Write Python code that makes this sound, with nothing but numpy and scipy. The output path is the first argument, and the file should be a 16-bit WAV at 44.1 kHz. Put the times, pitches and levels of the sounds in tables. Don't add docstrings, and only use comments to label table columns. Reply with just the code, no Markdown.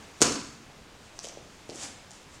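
import sys
import numpy as np
from scipy import signal
from scipy.fft import rfft, irfft
from scipy.io import wavfile
from scipy.ndimage import uniform_filter1d

SR = 44100
rng = np.random.default_rng(int(sys.argv[2]) if len(sys.argv) > 2 else 0)


def attenuation_scalar(level_db):
    decades = np.asarray(level_db, float) / 20
    return 10 ** decades


def log_audio(samples):
    frames = np.atleast_2d(samples).T
    limited = np.clip(frames, -1, 1)
    pcm = np.round(limited * 32767).astype(np.int16)
    wavfile.write(sys.argv[1], SR, pcm)


N = 105840


def crack(level_db, ring_hz, width_hz, chance):
    edge_db, fizz_db, fizz_s = -3, -16, 0.002
    t = np.arange(len(chance)) / SR
    decay = np.pi * width_hz * t
    ring = -np.e * decay * np.exp(-decay) * np.sin(2 * np.pi * ring_hz * t)
    ring[2] -= attenuation_scalar(edge_db)
    radius = np.exp(-np.pi * width_hz / SR)
    resonance = [1, -2 * radius * np.cos(2 * np.pi * ring_hz / SR), radius ** 2]
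    fizz = evened(signal.lfilter([1, 0, -1], resonance, chance))
    return attenuation_scalar(level_db) * (ring + attenuation_scalar(fizz_db) * fizz * np.exp(-t / fizz_s))


# [start_s, level_db (peak), ring_hz, width_hz, near_echo_db]
CLOTH_CRACKS = [(.2058, -32, 5500, 5000, -6), (.2117, -25, 4500, 5000, -6), (.2169, -3, 6600, 2500, 1.5),
                (.2195, -12, 3500, 4000, -6), (.2227, -8, 5000, 2500, -9), (.2253, -12, 7500, 3500, -8),
                (.33, -33, 4800, 1200, -6), (1.1906, -25, 5800, 2000, -6), (1.2323, -38, 7200, 2500, -3),
                (1.2447, -31, 6300, 2500, 4), (1.2456, -33, 3300, 1600, 1.5), (1.27, -35, 7000, 4000, -5),
                (1.2868, -33, 6200, 2000, -6), (1.6913, -38, 6000, 5000, -4),
                (1.6982, -32, 4800, 3000, -.7), (1.7483, -37, 7000, 3500, -4), (1.758, -33, 7000, 2500, -6),
                (2.108, -36, 6800, 3500, 4)]


def cloth_cracks():
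    layers = np.zeros((3, 2, N))
    chances = rng.standard_normal((len(CLOTH_CRACKS), 512))
    for k, (start_s, level_db, ring_hz, width_hz, near_echo_db) in enumerate(CLOTH_CRACKS):
        sound = crack(level_db, ring_hz, width_hz, chances[k])
        add_with_echoes(layers[k % 3], start_s - 4 / SR, sound, near_echo_db)
    return layers


def thump(level_db, pitch_hz, cycles):
    t = np.arange(882) / SR - 441 / SR
    swell = np.exp(-(2 * t * pitch_hz / cycles) ** 2)
    push = swell * np.cos(2 * np.pi * pitch_hz * t - 0.5)
    balanced = push - push.mean() * 2 * np.hanning(882)
    return attenuation_scalar(level_db) * balanced


# [start_s (centre), level_db, pitch_hz, cycles]
SLAPS_AND_FOOTFALLS = [(0.2076, -28, 400, 0.58), (.213, -26.5, 296, 0.75), (0.2205, -12.5, 380, 1.04),
                       (0.2176, -18, 436, .8), (.2185, -16.5, 1240, 1.87), (.2245, -19.5, 740, 0.88),
                       (.7, -43, 700, 0.93), (1.1908, -39, 880, 0.8), (1.2465, -37, 522, 1.8),
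                       (1.3737, -34.5, 477, 1.06), (1.272, -40.5, 600, 1.5), (1.757, -41, 297, 1.7),
                       (1.4259, -45.5, 500, 1.2), (1.6941, -29, 390, 0.71), (1.697, -46.5, 240, 0.85),
                       (1.7194, -34, 460, 0.71), (2.1087, -44.5, 700, .8)]


def slaps_and_footfalls():
    thuds = np.zeros((2, N))
    for centre_s, level_db, pitch_hz, cycles in SLAPS_AND_FOOTFALLS:
        add_with_echoes(thuds, centre_s - 441 / SR, thump(level_db, pitch_hz, cycles), echo_db=-6)
    return thuds


# [start_s (peak), level_db, rise_s, fall_s]
SWISH_MOVES = [(.03, -63.5, 0.09, 0.16), (.19, -59.5, 0.029, 0.04), (.209, -40, 0.0023, .01),
               (0.226, -24, 0.0037, 0.01), (1.55, -65, 0.15, 0.18), (1.06, -64.5, 0.1, 0.089),
               (1.17, -61, 0.03, 0.036), (1.243, -45.5, 0.012, 0.015), (1.285, -52, .015, 0.016),
               (1.76, -58, 0.027, .03), (1.839, -40, 0.052, 0.036), (2.15, -57.5, 0.043, 0.068),
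               (2.35, -56.5, .04, .03)]
# [pitch_hz, level_db (per Hz)]
SWISH_COLOUR = [(290, -46), (500, -0.5), (1300, -2), (2800, -4), (4500, -1.5), (7000, 3.5), (11500, -11.5),
                (15000, -13)]


def swishes():
    slips_per_s, slip_spread_db, slip_share = 5000, 2.5, 0.3
    t = np.arange(N) / SR
    strength = attenuation_scalar(slip_spread_db * np.minimum(rng.exponential(1, N), 5))
    slips = strength * (rng.random(N) < slips_per_s / SR)
    slips = slips * rng.choice([-1., 1.], N)
    hiss = rng.standard_normal(N)
    rub = evened(colour(slip_share * evened(slips) + (1 - slip_share) * hiss, SWISH_COLOUR))
    power = np.zeros(N)
    for peak_s, level_db, rise_s, fall_s in SWISH_MOVES:
        slope_s = np.where(t < peak_s, rise_s, fall_s)
        power += attenuation_scalar(2 * level_db) * np.exp(-2 * abs(t - peak_s) / slope_s)
    return rub * np.sqrt(uniform_filter1d(power, size=80))


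# [start_s, first_lag_s, second_lag_s]
NEAR_LAGS = [
    (.22, .007, .0132),
    (1.2, .0077, .0132),
    (1.7, .0068, .0112),
    (2.1, .008, .027),
]


def add_with_echoes(layer, start_s, sound, echo_db):
    when_s, first_s, second_s = np.transpose(NEAR_LAGS)
    arrivals = [(0, 0.00033, 0),  # (row, lag in s, dB)
                (1, np.interp(start_s, when_s, first_s), -4 + echo_db),
                (1, np.interp(start_s, when_s, second_s), -10 + echo_db)]
    for row, lag_s, level_db in arrivals:
        part = layer[row, round((start_s + lag_s) * SR):][:len(sound)]
        part += attenuation_scalar(level_db) * sound[:len(part)]


# [pitch_hz, t60_s]
HALL_T60 = [(80, 1.03), (180, 1.11), (350, 0.45), (700, .55), (2000, 0.7), (5000, 0.64), (11000, 0.55),
            (15000, 0.3)]
# [pitch_hz, level_db]
HALL_COLOUR = [(80, 9), (200, 2), (500, 2.7), (1500, 3.5), (4000, -1), (6500, -2.9), (9000, -4),
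               (14000, -1.5)]


def hall(x):
    flutter_db, start_s = 2.5, 0.0067
    taps = np.zeros(SR)
    at = np.arange(0, SR - 20, 20) + rng.integers(0, 20, SR // 20 - 1)
    lumps = evened(uniform_filter1d(rng.standard_normal(len(at)), size=8))
    taps[at] = rng.choice([-1., 1.], len(at)) * attenuation_scalar(flutter_db * lumps)
    hz, t, bands = signal.stft(taps, SR, nperseg=512)
    decay_db = -60 * t / read(HALL_T60, hz)[:, None]
    bands = bands * attenuation_scalar(decay_db + read(HALL_COLOUR, hz)[:, None])
    tail = signal.istft(bands, SR, nperseg=512)[1]
    tail = tail * np.clip(np.arange(len(tail)) / SR / start_s - 0.5, 0, 1)
    return signal.fftconvolve(x, tail / np.linalg.norm(tail))[:N]


# [pitch_hz, level_db (per Hz)]
AIR_COLOUR = [(12, -30), (25, -1.5), (190, -4.5), (600, -9.5), (2650, -14.5), (7000, -21), (10000, -30.5),
              (15800, -40.5)]


def air():
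    frames, hz = N // 256 + 5, np.fft.rfftfreq(1024, 1 / SR)
    real, imaginary, patches = rng.standard_normal((frames, 513, 3)).T
    patches = uniform_filter1d(patches, size=10, axis=0)
    patches = evened(uniform_filter1d(patches, size=12, axis=1))
    level_db = read(AIR_COLOUR, hz)[:, None] + 0.77 * patches
    bands = (real + 1j * imaginary) * attenuation_scalar(level_db)
    return attenuation_scalar(-52) * evened(signal.istft(bands, nperseg=1024, noverlap=768)[1][:N])


# [pitch_hz, level_db]
MIC_RESPONSE = [(30, -11), (100, 2.5), (9000, 4), (11000, -4.5), (15000, -21), (16500, -40)]


def microphone(x):
    return colour(x, MIC_RESPONSE)


def evened(x):
    return x / np.sqrt(np.mean(x ** 2) + 1e-20)


def read(points, hz):
    point_hz, value = np.transpose(points)
    return np.interp(np.log(hz + 1), np.log(point_hz + 1), value)


def colour(x, points):
    gain = attenuation_scalar(read(points, np.fft.rfftfreq(len(x), 1 / SR)))
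    return irfft(rfft(x) * gain, len(x))


def scene():
    ticks, thuds, rub = cloth_cracks(), slaps_and_footfalls(), swishes()
    ringing = sum(hall(attenuation_scalar(-2) * layer[0]) for layer in ticks)
    ringing = ringing + hall(attenuation_scalar(-4.5) * thuds[0] + attenuation_scalar(-6.5) * rub)
    near = ticks.sum((0, 1)) + thuds.sum(0) + rub
    earlier = 1 + attenuation_scalar(-6) * np.exp(-np.arange(N) / SR / 0.15)
    return (microphone(near + ringing) + air() * earlier)[None]


def top_cut(x):
    return signal.sosfilt(signal.butter(12, 15950, fs=SR, output="sos"), x)


def record(dry):
    return top_cut(dry)


dry = scene()
out = record(dry)
log_audio(out)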